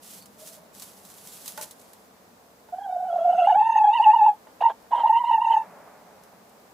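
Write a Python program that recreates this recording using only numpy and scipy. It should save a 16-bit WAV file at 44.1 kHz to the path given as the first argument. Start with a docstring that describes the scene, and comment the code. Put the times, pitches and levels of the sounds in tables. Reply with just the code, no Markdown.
"""Distant traffic murmurs throughout, while a hen in a wooden nest box shifts in dry straw: noise grains
crackle in strokes and snaps, knocks ring the boards, and a few thin, breathy whistles are heard.
From 2.7 s she gives a hoarse, throbbing call: a long cry, a cluck and a short cry. Her voice is a wavering
near-sine with weak overtones and noisy rasp, and the box rings briefly with it.
As the call ends a soft wash of noise rises and fades, and two last stalks snap."""
import sys
import numpy as np
from scipy import signal
from scipy.fft import rfft, irfft
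from scipy.io import wavfile
from scipy.ndimage import uniform_filter1d

SR = 44100
rng = np.random.default_rng(int(sys.argv[2]) if len(sys.argv) > 2 else 0)


def digitize_waveform(pressure):
    """Quantize a signal to 16-bit integers and store it at the path in sys.argv[1].

    Rows of a 2-D input are taken as channels; values are limited to [-1, 1].
    """
    field = np.atleast_2d(pressure).T
    bounded = np.clip(field, -1, 1)
    quanta = np.round(bounded * 32767).astype(np.int16)
    wavfile.write(sys.argv[1], SR, quanta)


N = 296793
T = np.arange(N) / SR


def undb(db):
    """Turn decibels into a plain factor."""
    return 10 ** (np.asarray(db) / 20)


def unit(x):
    """Scale to an average (RMS) strength of 1."""
    return x / np.sqrt(np.mean(x ** 2))


def noise():
    """White noise: every frequency equally strong."""
    return rng.standard_normal(N)


def band(x, hz, width_hz):
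    """Two-pole resonance, gain 1 at the centre."""
    b, a = signal.iirpeak(hz, hz / width_hz, SR)
    return signal.lfilter(b, a, x)


def on_log(table, hz):
    """Read a (frequency, value) table on a log-frequency axis."""
    table_hz, values = np.transpose(table)
    return np.interp(np.log(np.maximum(hz, 1)), np.log(table_hz), values)


def colour(x, gain):
    """Filter by a gain given as a function of frequency."""
    hz = np.arange(N // 2 + 1) * SR / N
    return irfft(rfft(x) * gain(hz), N)


def walk(rate):
    """Random levels, 1 / rate seconds apart, smoothed twice; spread 1."""
    step = int(SR / rate)
    levels = np.repeat(rng.standard_normal(N // step + 1), step)[:N]
    return unit(uniform_filter1d(uniform_filter1d(levels, step), step))


def bump(s, ms, order):
    """A swell centred at s seconds and ms wide at half height; a higher order makes a flatter top."""
    first, last = int((s - ms / 500) * SR), int((s + ms / 500) * SR)
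    reach = slice(max(first, 0), last)
    out = np.zeros(N)
    out[reach] = .5 ** (np.abs(2000 * (T[reach] - s) / ms) ** order)
    return out


def pan(x, left_db):
    """Place a sound between the sides, the left louder than the right by left_db."""
    return x * undb(np.array([[left_db], [-left_db]]) / 2)


def ring(x, modes):
    """Resonances ring on, none narrower than 32 Hz; neighbouring modes lean to opposite sides."""
    rings = [undb(db) * band(x, hz, max(width_hz, 32)) for hz, width_hz, db in modes]
    lean = 0.49 * sum(r * (-1) ** k for k, r in enumerate(rings))
    return sum(rings) + np.array([lean, -lean])


def hoarse(phase, share, rate):
    """A partial whose size and phase are partly random (share, in power): a thick, grainy line."""
    wobble = walk(rate) + 1j * walk(rate)
    return np.imag((np.sqrt(1 - share) + np.sqrt(share / 2) * wobble) * np.exp(1j * phase))


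# tone colour of the yard: (frequency [Hz], relative level [dB per Hz])
YARD_COLOUR = [(15, -71.5), (25, -24.5), (75, -10), (147, -10), (193, -2.5), (273, -5.5), (388, -12),
               (420, -5.5), (507, -8), (700, -9), (1080, -13.5), (1570, -17.5), (2990, -22.5),
               (4850, -20.5), (15400, -22.5)]
# how alike the two sides are: (frequency [Hz], left-right correlation [-1 to 1])
LIKENESS = [(25, .6), (60, .82), (130, .97), (290, .76), (640, .5), (1400, 0), (3100, 0), (6800, .25),
            (15000, .39)]
# levels of a broad middle band and a low band of noise, before flicker; the middle band is strongest
# during the long cry: (time [s], middle band level [dB], low band level [dB])
BAND_LEVELS = [(0, 6.5, 3.5), (.8, 8, 6), (1.6, 9, 2.5), (2.2, 7, -2), (2.901, 5, 1), (3.298, 12.5, 8.5),
               (3.7, 5.5, 1.5), (4.501, 8.5, 1), (5.3, 7, -4), (5.7, 7, 6), (6.73, 7.5, 2)]
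YARD_DB = -59  # level of the middle signal before the two bands are added


def yard():
    """Steady hiss and rumble, with a broad middle band and a low band of noise that change and flicker."""
    def shape(hz):
        return undb(on_log(YARD_COLOUR, hz))

    mid = colour(noise(), lambda hz: shape(hz) * np.sqrt(1 + on_log(LIKENESS, hz)))
    side = colour(noise(), lambda hz: shape(hz) * np.sqrt(1 - on_log(LIKENESS, hz)))
    both = np.array([mid + side, mid - side]) * undb(YARD_DB) / np.std(mid)
    s, middle_db, low_db = np.transpose(BAND_LEVELS)
    # minus 1, because the steady sound is already there once
    middle = undb(np.interp(T, s, middle_db) + 0.19 * walk(6)) - 1
    low = undb(np.interp(T, s, low_db) + 2.2 * walk(8)) - 1
    return both + middle * band(both, 900, 1600) + low * band(both, 190, 60)


# tone colour of the wash: (frequency [Hz], relative level [dB per Hz])
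WASH_COLOUR = [(210, -48.5), (350, -26), (425, -4.5), (471, -24.5), (521, -5.5), (769, -4), (2400, -22),
               (4160, -54.5), (7040, -120)]
WASH_S, WASH_RISE_S = 5.65, 0.14  # time of full strength, and length of the rise before it
WASH_DB, WASH_FADE_DB_PER_S = -48, 16.5


def wash():
    """A diffuse, dull rush of noise, partly alike on both sides, rises as the call ends and fades."""
    rise = np.clip(1 + (T - WASH_S) / WASH_RISE_S, 0, 1) ** 2
    mid, side = (unit(colour(noise(), lambda hz: undb(on_log(WASH_COLOUR, hz)))) for _ in range(2))
    level_db = WASH_DB - WASH_FADE_DB_PER_S * np.maximum(T - WASH_S, 0) + 1.0 * walk(14)
    return rise * undb(level_db) * (mid + 0.32 * side * np.array([[1], [-1]]))


# faint whistles: (centre time [s], relative level [dB], length [ms], pitch [Hz])
WHISTLES = [(.225, -54, 38, 4470), (0.437, -45.5, 50, 613), (.58, -55, 270, 630.4), (1.485, -42, 18, 3860)]


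def whistles():
    """Brief, thin tones, made breathy by an almost fully random size and phase."""
    tones = 0
    for t, db, ms, hz in WHISTLES:
        tone = hoarse(2 * np.pi * hz * T, .95, 30 + hz / 7)
        tones = tones + undb(db) * bump(t, ms, order=2) * tone
    return pan(tones, -1)


# beak and feet knock the boards: (time [s], relative level [dB], push length [ms])
KNOCKS = [(1.578, -28, 0.11), (1.611, -39.5, 0.84), (1.628, -39.5, 1), (2.688, -47, 0.42),
          (4.47, -44, 0.41), (4.843, -49.5, 0.75)]
# resonances of the boards: (frequency [Hz], width [Hz], relative level [dB]); ring() widens the narrowest
BOARDS = [(625, 23, 2), (874, 27, 4), (1008, 17, -2.5), (1460, 120, -5.5), (1820, 29, -9), (2860, 98, -18)]


def knocks():
    """A short push and a scuff of fading noise set the boards ringing."""
    push = 0
    for t, db, ms in KNOCKS:
        scuff = 0.3 * noise() * (T > t) * np.exp(-np.maximum(T - t, 0) / 0.022)
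        push = push + undb(db) * (bump(t, ms, order=2) + scuff)
    return undb(20.5) * ring(push, BOARDS)


# head and breast drag through the straw: (start time [s], length [s], relative level [dB])
DRAGS = [(0.022, .21, -43.5), (0.232, 0.45, -58.5), (0.391, .19, -47), (0.734, 0.18, -46),
         (0.86, 0.87, -48.5), (1.265, 0.21, -50), (1.442, 0.093, -43.5), (1.51, 0.194, -51.5),
         (1.616, 0.034, -39), (1.693, 0.39, -60)]
# stalks snap: (time [s], relative level [dB])
SNAPS = [(0.223, -41), (0.2575, -39.5), (0.4733, -38), (0.7563, -49), (0.7973, -35), (0.821, -33),
         (1.05, -42), (1.14, -45), (1.273, -37), (1.322, -41), (1.459, -32), (1.4786, -25), (1.576, -28.5),
         (1.612, -27.5), (1.71, -33.5), (1.767, -63), (1.7954, -45), (1.814, -46), (1.933, -40),
         (4.8254, -56), (6.236, -45.5), (6.4944, -51)]
# tone colour of straw: (frequency [Hz], relative level [dB per Hz])
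STRAW_COLOUR = [(590, -38), (1000, -10), (1330, -12.5), (2280, -10.5), (3650, -5.5), (5270, -5),
                (6710, -3.5), (9150, -1), (10300, -1), (15500, -8)]
DRAG_START_S, DRAG_STOP_S = 0.018, 0.031  # quick ramps at both ends of a stroke
DRAG_PEAK, DRAG_ARCH_DB = 0.47, 33.5  # loudest at this share of the stroke; steepness of the arch
SNAP_TAIL_S = 0.066  # time for the tail to fall by 60 dB


def straw():
    """Dense crackle of rubbing stalks, with lone snaps and their short hissing tails."""
    level = 0
    for t, length, db in DRAGS:
        along = np.clip((T - t) / length, 0, 1)
        ramps = np.minimum((T - t) / DRAG_START_S, (t + length - T) / DRAG_STOP_S)
        edge = np.clip(ramps + .5, 0, 1)
        level = level + edge * undb(db - DRAG_ARCH_DB * (along - DRAG_PEAK) ** 2)
    level = level * undb(1.5 * walk(59.2))
    for t, db in SNAPS:
        age = np.maximum(T - t, 0)
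        fall = np.exp(-age / 0.0023) + 0.93 * undb(-60 * age / SNAP_TAIL_S)
        level = level + (T >= t) * undb(db - 9.0) * fall
    # random loud samples make the noise crackle
    grains = [noise() * undb(2.6 * rng.exponential(size=N)) for _ in range(3)]
    near, left, right = (unit(colour(g, lambda hz: undb(on_log(STRAW_COLOUR, hz)))) * level for g in grains)
    return pan(0.7 * near, -2.9) + 0.52 * np.array([left, right])


# the strongest throbs: (centre time [s], relative level [dB], length [ms], pitch before wavering [Hz])
SURGES = [(2.739, -25.5, 20.5, 719), (2.789, -27.5, 10.4, 744.6), (2.9, -25, 13.8, 737),
          (3.132, -18.5, 8.2, 696), (3.165, -18.5, 16.5, 714), (3.221, -19, 23.7, 676),
          (3.258, -14.5, 21.6, 710.7), (3.28, -15, 18, 689), (3.302, -13.5, 21.8, 707.5),
          (3.335, -15.5, 11.8, 725.7), (3.396, -13.5, 30, 719), (3.424, -13, 13.7, 694.5),
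          (3.446, -15, 24.6, 690), (3.475, -11.5, 7, 808.7), (3.488, -13, 10.7, 768),
          (3.506, -12.5, 19.5, 856), (3.528, -14, 18.5, 728), (3.56, -11.5, 9.2, 791),
          (3.583, -15, 32.4, 851), (3.613, -12.5, 14, 842), (3.7, -14.5, 19.6, 905),
          (3.762, -12.5, 10.3, 863.2), (3.784, -13, 12, 880), (3.814, -13, 31.2, 860),
          (3.848, -10.5, 11.5, 836), (3.889, -12.5, 35, 832), (4.005, -10.5, 13.9, 855.4),
          (4.086, -10, 55, 858.3), (4.169, -12, 14.4, 878), (4.195, -13.5, 21.2, 894),
          (4.231, -11.5, 40, 852.6), (4.27, -10, 14.9, 889.3), (4.29, -12.5, 24, 838),
          (4.615, -18.5, 6, 741.2), (4.626, -17.5, 8, 872.4), (4.641, -12.5, 10.25, 933),
          (4.668, -11, 32.4, 918), (4.937, -12.5, 9.4, 912), (4.953, -16, 10, 960),
          (5.044, -12.5, 15.1, 871), (5.106, -12, 20.6, 875.5), (5.135, -13, 18, 910),
          (5.167, -12, 35.6, 910.7), (5.244, -18, 14, 935), (5.316, -12.5, 12.4, 896),
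          (5.344, -13.5, 34.4, 915), (5.385, -16, 14, 882), (5.422, -16.5, 10.3, 932),
          (5.45, -17.5, 10.9, 910), (5.514, -12.5, 24.3, 916), (5.545, -13.5, 18.7, 896),
          (5.573, -12.5, 13.6, 881)]
THROB_GAP_MS, THROB_GAP_SPREAD = 17, .33  # typical gap, and its scatter (log)
THROB_FILL, THROB_SPREAD_DB, THROB_DETUNE = 0.699, 2.5, 0.027  # share of the gap; scatter of level, pitch
HELD_DB = -6  # tone between throbs
SURGE_CLEARS, SURGE_HUSH = 1.6, 0.99  # a surge hushes lesser throbs over 1.6 of its lengths, by this share


def throbs(level, hz):
    """Irregular swells, each holding its own pitch, so the voice steps from one to the next."""
    power = np.full(N, undb(HELD_DB) ** 2)
    pull = power * hz  # pitch weighted by power
    chance = rng.standard_normal((200, 3))
    gaps_ms = THROB_GAP_MS * np.exp(THROB_GAP_SPREAD * chance[:, 0])
    times = CALL[0][0][0] + np.cumsum(gaps_ms) / 1000
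    for t, ms, (_, size, detune) in zip(times, gaps_ms, chance):
        swell = (undb(THROB_SPREAD_DB * size) * bump(t, THROB_FILL * ms, order=3)) ** 2
        throb_hz = hz[min(int(t * SR), N - 1)] * (1 + THROB_DETUNE * detune)
        power, pull = power + swell, pull + throb_hz * swell
    hushes = [1 - SURGE_HUSH * bump(t, SURGE_CLEARS * ms, order=4) for t, _, ms, _ in SURGES]
    scale = (level * np.prod(hushes, axis=0)) ** 2 + 1e-12  # never quite zero, for the division below
    power, pull = power * scale, pull * scale
    for t, db, ms, surge_hz in SURGES:
        swell = (undb(db) * bump(t, ms, order=3)) ** 2
        power, pull = power + swell, pull + surge_hz * swell
    return np.sqrt(power), pull / power


# bands of noise in the rasp: (frequency [Hz], width of each of two passes [Hz], relative level [dB])
RASP = [(537.5, 260, -7.5), (794, 330, 6.5), (1050, 380, -7), (1620, 110, -8), (3340, 760, -19.5)]
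# the voice cracks into noise: (centre time [s], relative level [dB], length [ms])
CRACKS = [(3.171, -52.5, 81), (3.489, -50, 34), (4.622, -27.5, 15.6), (4.704, -35.5, 28),
          (4.924, -45, 23.4), (4.99, -36.5, 99), (5.074, -35.5, 14), (5.21, -59, 19.6), (5.523, -38.5, 37)]


def rasping_air(effort):
    """Air rasps past the membranes: banded noise follows the effort and bursts out at the cracks."""
    cracks = sum(undb(db) * bump(t, ms, order=3) for t, db, ms in CRACKS)
    rasp = sum(undb(db) * band(band(noise(), hz, width), hz, width) for hz, width, db in RASP)
    return (undb(-11) * effort + cracks) * unit(rasp) * undb(3 * walk(150))


# narrow fixed resonances: (frequency [Hz], width of each of two passes [Hz], relative level [dB])
WINDPIPE = [(2320, 90, -8), (3020, 120, -13), (3290, 90, -4), (3700, 150, -12), (6400, 300, -18),
            (8400, 400, -22), (12000, 600, -22)]


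def windpipe(x):
    """Narrow resonances of fixed pitch pick out the overtones that come near them."""
    return sum(undb(db) * band(band(x, hz, width), hz, width) for hz, width, db in WINDPIPE)


# long cry, cluck, short cry, each a list of relative levels:
# (time [s], fundamental [dB], upper overtones [dB], second partial [dB])
CALL = [
    [(2.72, -44, -88, -84), (2.738, -22.5, -82, -56), (2.756, -39.5, -72, -60.5), (2.916, -26, -78, -54),
     (2.93, -27, -89.5, -62), (3.432, -18.5, -46, -42), (3.528, -12.5, -46, -43),
     (3.536, -17.5, -58.5, -38), (3.596, -14.5, -44.5, -49), (3.792, -21.5, -41.5, -42.5),
     (3.806, -13, -44.5, -53.5), (3.874, -12, -50, -40), (3.884, -9, -51.5, -49.5),
     (3.93, -20, -39.5, -46.5), (4.108, -9.5, -43.5, -45.5), (4.122, -18.5, -45, -47),
     (4.29, -12, -45, -45), (4.36, -51, -83.5, -76.5)],
    [(4.606, -30, -47.5, -49), (4.612, -25.5, -45, -50.5), (4.662, -13.5, -49, -44),
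     (4.684, -18.5, -49, -53.5), (4.708, -31, -66, -57), (4.75, -52, -83.5, -79)],
    [(4.914, -35, -56, -58), (4.93, -18.5, -47, -50), (5.016, -24.5, -43.5, -49), (5.05, -15, -60, -50.5),
     (5.07, -18, -46, -49), (5.164, -14, -48, -44), (5.222, -26.5, -48, -55), (5.32, -16.5, -40.5, -43),
     (5.398, -22.5, -52.5, -53), (5.538, -16.5, -39, -45), (5.612, -24.5, -60, -52), (5.65, -52, -69, -63)],
]
# pitch of the membranes before wavering; it breaks upwards in mid-cry: (time [s], pitch [Hz])
PITCH = [(2.72, 744), (2.82, 803), (2.95, 719), (3.08, 744), (3.11, 672), (3.3, 707), (3.44, 683.4),
         (3.5, 735), (3.545, 732), (3.57, 885), (3.73, 932), (3.84, 853), (3.89, 855), (3.96, 982),
         (4.0, 870), (4.035, 1024), (4.09, 856), (4.15, 985), (4.2, 879), (4.26, 923), (4.31, 843),
         (4.6, 938), (4.65, 975), (4.72, 929), (4.92, 990), (5.02, 1029), (5.05, 910), (5.085, 990),
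         (5.12, 911), (5.2, 1036), (5.32, 971), (5.39, 862), (5.43, 990), (5.47, 920), (5.52, 1007),
         (5.58, 904)]
# overtones above the second: (frequency [Hz], relative level [dB])
THROAT = [(1800, -7.5), (2300, -8), (2800, 5.5), (3400, -12.5), (4200, -19), (5400, -30.5), (6500, -25.5),
          (7500, -26.5), (8400, -27.5), (10000, -32), (12000, -42), (15000, -36.5)]
# air modes of the box: (frequency [Hz], width [Hz], relative level [dB]); ring() widens the narrowest
BOX = [(665, 13, -12.5), (775, 280, -15), (851.4, 10, -5.5), (985, 13, -3.5), (980, 30, -23.5),
       (1100, 30, -4.5), (1930, 20, -21), (3000, 720, -10.5)]
# level of each syrinx half in the upper overtones: (first half [dB], second half [dB]), before breaking up
HALVES_DB = (-2.5, -.5)
SAC_HZ, SAC_PULL = 855, 0.36  # above this resonance the fundamental is drawn back towards it


def hen():
    """Two syrinx halves, a little out of tune, with a throbbing fundamental, hoarse overtones and rasp."""
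    s, *columns = np.transpose(np.concatenate(CALL))
    pitch = np.interp(T, *np.transpose(PITCH))
    level_db, bright_db, second_db = (uniform_filter1d(np.interp(T, s, c), size=300) for c in columns)
    sounding = sum((T > part[0][0]) & (T <= part[-1][0]) for part in CALL)
    sounding = uniform_filter1d(1. * sounding, size=100)
    effort = sounding * undb(second_db)

    drawn_pitch = pitch - SAC_PULL * np.maximum(pitch - SAC_HZ, 0)
    throb, stepped = throbs(sounding * undb(level_db), drawn_pitch)
    halves = [stepped * (1 + .008 * walk(90)), pitch * (1 + .019 * walk(80))]
    phases = [2 * np.pi * np.cumsum(hz) / SR for hz in halves]

    second = upper = buzz = 0
    for hz, phase, half_db in zip(halves, phases, HALVES_DB):
        second = second + hoarse(2 * phase, .7, 240) * undb(3 * walk(45) - 4)
        for k in range(3, 15):
            # higher overtones lose step faster, up to the eighth; each breaks up on its own
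            partial = hoarse(k * phase, .65, 90 * min(k, 8)) * undb(5 * walk(60) - 5 + half_db)
            upper = upper + undb(on_log(THROAT, k * hz)) * partial
            buzz = buzz + partial

    low = throb * hoarse(phases[0], .04, 250) + rasping_air(effort)
    bright = sounding * undb(bright_db + 2 * walk(34)) * upper
    high = bright + windpipe(effort * buzz) + undb(3) * effort * second
    return pan(1, -1.4) * (low + ring(low, BOX)) + pan(1, -2.8) * (high + ring(high, BOX))


def scene():
    """Add up all sources, from the background to the hen."""
    return yard() + wash() + whistles() + knocks() + straw() + hen()


NOTCH_HZ, NOTCH_WIDTH_HZ, NOTCH_DEPTH = 9100, 550, .95  # depth as a share taken away at the centre
TOP_HZ = 15500


def record(dry):
    """Subtracting a resonance leaves a narrow dip in the treble; a steep filter cuts the top."""
    dry = dry - NOTCH_DEPTH * band(dry, NOTCH_HZ, NOTCH_WIDTH_HZ)
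    return signal.sosfilt(signal.ellip(10, .2, 70, TOP_HZ, fs=SR, output="sos"), dry)


dry = scene()
out = record(dry)
digitize_waveform(out)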